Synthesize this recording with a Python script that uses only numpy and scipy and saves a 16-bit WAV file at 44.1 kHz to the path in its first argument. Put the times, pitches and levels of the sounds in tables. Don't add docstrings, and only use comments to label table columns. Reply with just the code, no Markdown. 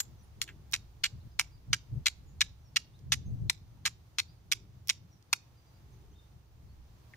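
import sys
import numpy as np
from scipy import signal
from scipy.fft import rfft, irfft
from scipy.io import wavfile
from scipy.ndimage import uniform_filter1d

SR = 44100
rng = np.random.default_rng(int(sys.argv[2]) if len(sys.argv) > 2 else 0)


def waveform_to_disk(signal):
    frames = np.transpose(np.atleast_2d(signal))
    scaled = np.clip(frames, -1, 1) * 32767
    samples = np.round(scaled).astype(np.int16)
    wavfile.write(sys.argv[1], SR, samples)


N = 316064

# start in seconds, length in seconds, scrape level in dB, fade of the scrape in dB,
# landing blow in dB, delay of the bite in seconds, bite in dB, parting blow in dB,
# lower note of the stone in Hz, upper note in Hz, knock in dB, clack in dB, sizzle in dB.
STRIKER_STROKES = [(.4167, .025, -31, 20, -3.5, 0.0036, -31, -29, 3440, 4500, -7, 4, 11.5),
                   (.734, .029, -26, 16.5, -9, .0056, -2, -18, 2200, 3800, 4.5, 0, 1),
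                   (1.0368, .028, -25, 10.5, -14.5, .0033, 1, -18, 2953, 4450, -7, 0.5, -4),
                   (1.392, .021, -26.5, 9.5, -10.5, .0041, 3, -11, 2290, 5850, 7.5, -1, 2),
                   (1.7308, .015, -24, 8, -1.5, .0017, 2, -14, 2920, 5990, -0.5, 3.5, -3),
                   (2.0596, .024, -22.5, 11, -4, .0082, 3, -6.5, 3350, 3910, 0, -4.5, -2),
                   (2.4084, .016, -17.5, 10.5, -1, .0072, -1.5, -13.5, 2290, 3800, -4.5, 0, -6.5),
                   (2.7606, .014, -22, 4.5, -11, .008, 2, -14, 2533, 2860, -5.5, -2, -4.5),
                   (3.121, .0213, -23, 8, -0.5, .003, 0, -16, 3420, 6070, 4, -5.5, 0),
                   (3.498, .004, -23.5, 3.5, 1.1, .0005, -5.5, -11.5, 1994, 4200, 8.5, -0.5, 6),
                   (3.854, .0247, -27.5, 3.5, -10.5, .0078, -3, -15.5, 2352, 7300, 4, 2.5, 1.5),
                   (4.1857, .016, -35.5, -9, -1.5, .005, -5, -7, 2025, 4320, -0.5, -1, -3),
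                   (4.5173, 0.015, -26.5, -0.5, -7, .0066, 0, -13, 2427, 3300, -4.5, -2, 1.5),
                   (4.8934, .015, -27, 2, -3, .0051, 2.5, -22, 2450, 5550, -2, -0.5, 1.5),
                   (5.3296, .0055, -19.5, 4.5, -5, 0.00101, -0.5, -4.5, 2570, 4380, 8, 1.5, 2)]
# start in seconds, time to die to about a third in seconds,
# starting level in dB, centre in Hz, width in octaves, ring of the steel in dB against its usual ring.
LIGHT_TOUCHES = [(.0025, 0.004, -27, 4090, 1.5, 16), (0.477, .012, -48.5, 2070, .69, -12),
                 (0.489, 0.011, -46.5, 2000, 0.43, 7), (2.991, 0.0031, -61, 4560, 0.54, -14),
                 (5.226, .0018, -60, 4500, 0.72, -11), (7.136, .0044, -42.5, 1890, 0.16, -5)]
# start in seconds, level in dB.
TREBLE_TICKS = [(.7135, -32), (.7237, -16.5), (4.874, -22), (4.8836, -13.5)]
# pitch in Hz, relative level in dB per Hz.
TICK_SPECTRUM = [(1500, -25), (4000, -9), (5600, -2), (8000, -14), (11000, -7.5), (13000, -9.5),
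                 (14600, -1), (16000, -6)]
# pitch in Hz, relative level in dB per Hz.
STONE_CRACK = [(250, -54), (590, -41.5), (750, -21.5), (1050, -17), (1330, -9), (1650, -7.5), (2350, -1),
               (3200, -4.5), (3950, -1.5), (5000, -7), (5750, -4.5), (6700, -11.5), (9800, -14),
               (12500, -21.5), (15500, -32.5)]
# pitch in Hz, level in dB against the contact,
# time to fall by 60 dB in seconds.
STEEL_MODES = [(7410, -11, .011), (12000, -16.5, .013), (7245, -34, .14), (7430, -36, .1),
               (11770, -34.5, .1), (14350, -32, .02)]
# pitch in Hz, left minus right in dB.
PORT_BALANCE = [(700, 0.5), (1600, 3), (2400, -2.5), (3200, -12), (3900, 7.5), (4500, 10), (5100, -13),
                (6000, -3.5), (6700, 3), (7250, -1.5), (8200, -11.5), (12500, -16), (15000, -7)]
# pitch in Hz, lead of the left port in radians.
PORT_LEAD = [(700, 1), (3250, 0.62), (3550, 2), (4150, 2.5), (4450, 4), (4950, 4.5), (5250, 2.5),
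             (5550, -0.35), (6400, 2), (6900, -2.24), (10000, 4.5), (11500, 1.5)]
# pitch in Hz, relative level in dB.
GARDEN_SPECTRUM = [(700, -21.5), (2000, -32), (4000, -27.5), (7300, -22.5), (9000, -27.5), (15000, -32)]
# pitch in Hz, time to fall by 60 dB in seconds.
GARDEN_DECAY = [(700, .25), (2500, 0.34), (5000, 0.31), (8000, 0.15), (15000, .15)]
# start in seconds, length in seconds, start in Hz, end in Hz,
# level in dB before the shared gains.
BIRD_CHIRPS = [(0.175, 0.046, 6100, 5620, -76.5), (0.215, 0.046, 11300, 9500, -78),
               (1.194, 0.032, 3210, 4770, -76), (1.305, .027, 4730, 5200, -76.5),
               (1.502, 0.071, 4740, 4770, -74.5), (2.249, .082, 7240, 6450, -79),
               (2.63, .076, 5700, 5440, -77), (2.924, 0.055, 3190, 4330, -75),
               (3.253, 0.025, 6400, 6400, -71), (4.269, 0.05, 4520, 5040, -71),
               (5.1, 0.058, 5850, 5530, -74), (5.559, .049, 4840, 4720, -77.5),
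               (5.653, 0.045, 4750, 4710, -79.5), (5.728, 0.053, 4790, 4750, -81),
               (5.918, .025, 6140, 6400, -78.5), (6.109, .025, 6110, 6350, -79.5),
               (6.115, .041, 2700, 3630, -81), (6.147, 0.036, 3540, 3760, -74),
               (6.176, 0.037, 3745, 3550, -70.5), (6.225, 0.031, 3700, 3600, -78.5),
               (6.682, .04, 4200, 4660, -81)]
# start in seconds, length in seconds, level in dB at the height.
HOLLOW_SWELLS = [(0.279, 0.42, -68), (4.403, 0.37, -69.5), (5.819, .45, -70)]
# time in seconds, rumble in dB,
# deep pressure swell in dB before its shared gain.
BREEZE_LEVELS = [(0, -57.5, -60.5), (.8, -58, -56), (1.35, -62, -57), (2.6, -56, -55.5),
                 (2.9, -59.5, -66.5), (3.65, -53.5, -59), (4.1, -60, -64), (4.65, -55.5, -60.5),
                 (5.15, -62.5, -73.5), (6.1, -59, -57.5), (6.4, -64, -62), (6.8, -60, -54.5),
                 (7.17, -61, -66.5)]
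# peak in seconds, time from the peak to about a third in seconds,
# rumble in dB at the peak.
GUST_PEAKS = [(1.16, 0.041, -44), (1.255, 0.026, -45.5), (1.717, .035, -38.5), (1.959, 0.046, -34.5),
              (3.14, .1, -41.5), (3.32, 0.06, -35), (3.438, 0.0478, -34)]
# pitch in Hz, relative level in dB per Hz.
CALM_RUMBLE = [(50, -25), (80, 0.5), (120, -1), (160, -7), (240, -20), (400, -28.5), (700, -41.5),
               (1500, -75.5)]
# pitch in Hz, relative level in dB per Hz.
GUST_BUFFET = [(50, -26), (80, -6), (105, -1), (122, 3), (160, -12), (240, -20.5), (350, -32), (700, -42.5),
               (1500, -70.5)]
# pitch in Hz, relative level in dB per Hz.
DEEP_SWELL = [(20, -13), (38, -10.5), (58, 2), (72, 2.5), (100, -20), (200, -65.5)]
# pitch in Hz, relative level in dB per Hz.
AIR_SPECTRUM = [(60, -10), (300, 2.5), (550, -3), (850, -1.5), (1500, -8.5), (2500, -11.5), (4500, -12),
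                (6500, -14.5), (8200, -21.5), (13500, -20.5), (15000, -15), (15500, -15.5), (15900, -44.5)]
# time in seconds, level in dB before drift and left-right balance.
AIR_LEVEL = [(0, -67), (.8, -67.5), (1.2, -68), (3, -69.5), (5.5, -69.5), (5.8, -67.5), (6.5, -70),
             (7.17, -65.5)]
# pitch in Hz, likeness from 0 (separate) to 1 (the same).
PORT_LIKENESS = [(60, .85), (130, 0.81), (290, 0.74), (640, .2), (1410, 0), (15000, 0)]
# time in seconds, base pitch in Hz before drift.
WHINE_PITCH = [(0, 3165), (.8, 3130), (1.6, 3075), (2.6, 3030), (4.5, 3015), (6, 2990), (7.17, 2985)]
# multiple of the base pitch, level in dB before drift.
WHINE_TONES = [(2, -89), (3, -93), (4, -96.5)]

HUM_HZ, HUM_DB = 118, -63.5
GUST_DEEP_DB = -8.5
KNOCK_HZ, CLACK_HZ, SIZZLE_HZ = 1200, 1480, 6660
CLACK_WIDTH_HZ = 420
FENCE_S, FENCE_DB, FENCE_FROM_HZ = 0.032, -33, 3500
EDGE_HZ = 16200


def stroke(s, length, scrape_db, fade_db, land_db, bite_s, bite_db, part_db,
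           low_hz, high_hz, knock_db, clack_db, sizzle_db,
           release_s=.0026, crumble_s=.0009, crumble_db=-3.5, blow_db=-1.1, grit_db=-.5,
           note_db=4, note_width_hz=130, stutter_db=3.0, catches_per_s=500, catch_db=16,
           scrape_bright_db=-.3, land_bright_db=0.67, bite_bright_db=0.77, part_bright_db=1.5):
    t = np.arange(round(length * SR) + SR // 40) / SR
    progress = np.minimum(t / length, 1)

    def stone(bright_db):
        def spectrum(hz):
            notes = sum(note_db / (1 + ((hz - f) / note_width_hz) ** 2) for f in (low_hz, high_hz))
            knock = knock_db / (1 + (hz / KNOCK_HZ) ** 6)
            clack = clack_db * np.exp(-((hz - CLACK_HZ) / CLACK_WIDTH_HZ) ** 2)
            dulling = sizzle_db / (1 + (hz / SIZZLE_HZ) ** 4)
            return read(STONE_CRACK, hz) + knock - dulling + clack + notes + tilt(hz, bright_db)
        return ring(spectrum)

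    stutter = evened(uniform_filter1d(rng.standard_normal(len(t)), size=60))
    fractures = grit(len(t)) * amp(stutter_db * stutter)
    fractures += amp(catch_db) * grit(len(t), spread_db=2.0, grains_per_s=catches_per_s)

    pressure = amp(scrape_db + grit_db - fade_db * progress)
    pressure *= np.exp(-np.maximum(t - length, 0) / release_s)
    sound = pressure * signal.fftconvolve(fractures, stone(scrape_bright_db))[:len(t)]
    sound *= np.linalg.norm(pressure) / np.linalg.norm(sound)

    blows = ((0, land_db, land_bright_db), (bite_s, bite_db, bite_bright_db),
             (length, part_db, part_bright_db))
    for at, db, bright_db in blows:
        chips = grit(len(t)) * np.exp(-t / crumble_s)
        push = amp(crumble_db) * chips / (np.linalg.norm(chips) + 1e-9)
        push[0] += 1
        crack = signal.fftconvolve(push, stone(bright_db))
        add(sound, at, amp(db + blow_db) * crack / np.linalg.norm(crack))
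    return s, near_echoes(with_steel(sound))


def grit(n, spread_db=4, grains_per_s=9000):
    size = amp(spread_db * np.minimum(rng.exponential(1, n), 3))
    happens = rng.random(n) < grains_per_s / SR
    return rng.choice([-1, 1], n) * size * happens


def with_steel(x, ring_db=0):
    t = np.arange(SR // 5) / SR
    h = np.zeros(len(t))
    for hz, db, t60 in STEEL_MODES:
        mode = amp(-60 * t / t60) * np.sin(2 * np.pi * hz * t)
        h += amp(ring_db + db) * mode / np.linalg.norm(mode)
    h[0] += 1
    return signal.fftconvolve(x, h)


def touch(s, length, db, centre_hz, octaves, ring_db):
    t = np.arange(round(4 * length * SR) + SR // 100) / SR
    band = ring(lambda hz: -10 * np.log10(1 + (np.log2((hz + 1) / centre_hz) / octaves) ** 4))
    burst = evened(signal.fftconvolve(grit(len(t)), band)[:len(t)])
    return s, with_steel(amp(db) * np.exp(-t / length) * burst, ring_db)


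def treble_tick(s, db, fade_s=.0012):
    t = np.arange(SR // 100) / SR
    spit = grit(len(t)) * np.exp(-t / fade_s)
    sound = signal.fftconvolve(spit, ring(lambda hz: read(TICK_SPECTRUM, hz)))
    return s, amp(db) * sound / np.linalg.norm(sound)


def near_echoes(x, hands_db=-13, chest_db=-25, count=6):
    h = np.zeros((2, SR // 50))
    h[:, 0] = 1
    for db, first, last in ((hands_db, 8, SR // 500), (chest_db, SR // 400, SR // 55)):
        for port in h:
            port[rng.integers(first, last, count)] += amp(db) * rng.choice([-1, 1], count) / np.sqrt(count)
    return signal.fftconvolve(x[None], h, axes=1)


def ports(x):
    hz = np.fft.rfftfreq(N, 1 / SR)
    ratio = amp(read(PORT_BALANCE, hz))
    left, right = rfft(x) * np.sqrt(2 / (1 + ratio ** 2))
    lead = np.exp(1j * read(PORT_LEAD, hz))
    return irfft([left * ratio * lead, right], N)


def garden(x, start_s=.009):
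    taps = rng.standard_normal((2, SR // 2)) * (rng.random((2, SR // 2)) < 2500 / SR)
    hz, t, z = signal.stft(taps / taps.std(), SR, nperseg=256)
    t60 = read(GARDEN_DECAY, hz)[:, None]
    z *= amp(read(GARDEN_SPECTRUM, hz)[:, None] - 60 * t / t60)
    z *= np.sqrt(2 * np.log(1000) / (t60 * SR))
    tail = signal.istft(z, SR, nperseg=256)[1]
    tail = np.pad(tail, ((0, 0), (round(start_s * SR), 0)))
    return signal.fftconvolve(x[None], tail, axes=1)[:, :N] * amp([[-2], [1.5]])


def fence(x):
    thin = signal.lfilter(*signal.butter(2, FENCE_FROM_HZ, "high", fs=SR), x)
    return FENCE_S, amp(FENCE_DB) * thin


def chirp(s, length, from_hz, to_hz, db, waver=.012):
    n = round(length * SR)
    wobble = evened(uniform_filter1d(rng.standard_normal(n), size=100))
    hz = np.linspace(from_hz, to_hz, n) * (1 + waver * wobble)
    return s, amp(db) * 2 * np.hanning(n) * np.sin(2 * np.pi * np.cumsum(hz) / SR)


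def hollow_swell(s, length, db, centre_hz=355, width_hz=90):
    n = round(length * SR)
    band = ring(lambda hz: -20 * np.log10(1 + ((hz - centre_hz) / width_hz) ** 4))
    noise = evened(signal.fftconvolve(rng.standard_normal(n), band)[:n])
    return s, amp(db) * np.hanning(n) * noise


def wind(wind_db=0.0, swell_db=0.5, gust_from_db=-51, gust_range_db=10, gust_pan_db=1,
         flutter_db=2.5, deep_flutter_db=1.0, flutter_hz=7):
    t = np.arange(N) / SR
    s, rumble_db, deep_db = np.transpose(BREEZE_LEVELS)
    gust_power = sum((amp(db) * np.exp(-((t - at) / width) ** 2)) ** 2 for at, width, db in GUST_PEAKS)
    gusts = np.sqrt(gust_power)
    breeze = amp(np.interp(t, s, rumble_db) + flutter_db * drift(flutter_hz))
    deep_breeze = amp(np.interp(t, s, deep_db) + deep_flutter_db * drift(flutter_hz))
    level = np.hypot(breeze, gusts)
    deep = np.hypot(deep_breeze, amp(GUST_DEEP_DB) * gusts)
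    gusty = np.clip((20 * np.log10(level) - gust_from_db) / gust_range_db, 0, 1)

    def blow(calm, rough):
        separate = np.array([noise_pair(rough)[0], noise_pair(rough)[1]])
        eddies = evened(noise_pair(rough) + separate) * amp([[gust_pan_db], [-gust_pan_db]])
        x = np.sqrt(1 - gusty) * noise_pair(calm) + np.sqrt(gusty) * eddies
        return x / np.sqrt(uniform_filter1d((x ** 2).mean(0), size=3000))

    rumble = amp(wind_db) * level * blow(CALM_RUMBLE, GUST_BUFFET)
    return rumble + amp(swell_db) * deep * blow(DEEP_SWELL, DEEP_SWELL)


def noise_pair(spectrum):
    hz = np.fft.rfftfreq(N, 1 / SR)
    a, b = rfft(rng.standard_normal((2, N)))
    same = np.clip(read(PORT_LIKENESS, hz), -1, 1)
    right = same * a + np.sqrt(1 - same ** 2) * b
    return evened(irfft(np.array([a, right]) * amp(read(spectrum, hz)), N))


def air():
    return amp(follow(AIR_LEVEL) + .5 * drift(6)) * noise_pair(AIR_SPECTRUM) * amp([[-1], [1]])


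def drone():
    turns = np.cumsum(HUM_HZ + 4 * drift(4.2)) / SR
    return amp(HUM_DB + 2.2 * drift(4)) * np.sin(2 * np.pi * turns)


def whine():
    turns = np.cumsum(follow(WHINE_PITCH) + 6 * drift(40)) / SR
    return sum(amp(db + 3 * drift(8)) * np.sin(2 * np.pi * k * turns) for k, db in WHINE_TONES)


def amp(db):
    return 10 ** (np.asarray(db) / 20)


def evened(x):
    return x / np.sqrt(np.mean(x ** 2) + 1e-20)


def read(points, hz):
    f, value = np.transpose(points)
    return np.interp(np.log(hz + 1), np.log(f), value)


def follow(points):
    return np.interp(np.arange(N) / SR, *np.transpose(points))


def add(mix, s, sound):
    part = mix[..., max(round(s * SR), 0):][..., :sound.shape[-1]]
    part += sound[..., :part.shape[-1]]


def drift(rate_hz):
    hz = np.fft.rfftfreq(N, 1 / SR)
    return evened(irfft(rfft(rng.standard_normal(N)) * np.exp(-(hz / rate_hz) ** 2), N))


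def tilt(hz, db):
    return db * np.tanh(np.log((hz + 1) / 4000) * 1.8)


def ring(gain_db, size=2048):
    db = gain_db(abs(np.fft.fftfreq(size, 1 / SR)))
    log_gain = np.log(amp(db - db.max()) + 1e-5)
    h = np.fft.ifft(np.exp(np.conj(signal.hilbert(log_gain)))).real[:size // 2]
    return h / np.linalg.norm(h)


def scene():
    hands, birds, swells = np.zeros((3, 2, N)), np.zeros(N), np.zeros(N)
    for k, row in enumerate(STRIKER_STROKES):
        add(hands[k % len(hands)], *stroke(*row))
    for row in LIGHT_TOUCHES:
        add(hands[0], *touch(*row))
    for row in TREBLE_TICKS:
        add(hands[0], *treble_tick(*row))
    for row in BIRD_CHIRPS:
        add(birds, *chirp(*row))
    for row in HOLLOW_SWELLS:
        add(swells, *hollow_swell(*row))
    near = hands.sum(0)
    echoes = sum(garden(place.mean(0)) for place in hands)
    add(echoes, *fence(near))
    far = amp(0.5) * birds + amp(23) * garden(birds) + swells
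    return ports(near) + echoes + far + wind() + air() + drone() + whine()


def record(dry):
    low_pass = signal.firwin(255, EDGE_HZ, window=("kaiser", 9), fs=SR)
    return signal.oaconvolve(dry, low_pass[None], "same")


dry = scene()
out = record(dry)
waveform_to_disk(out)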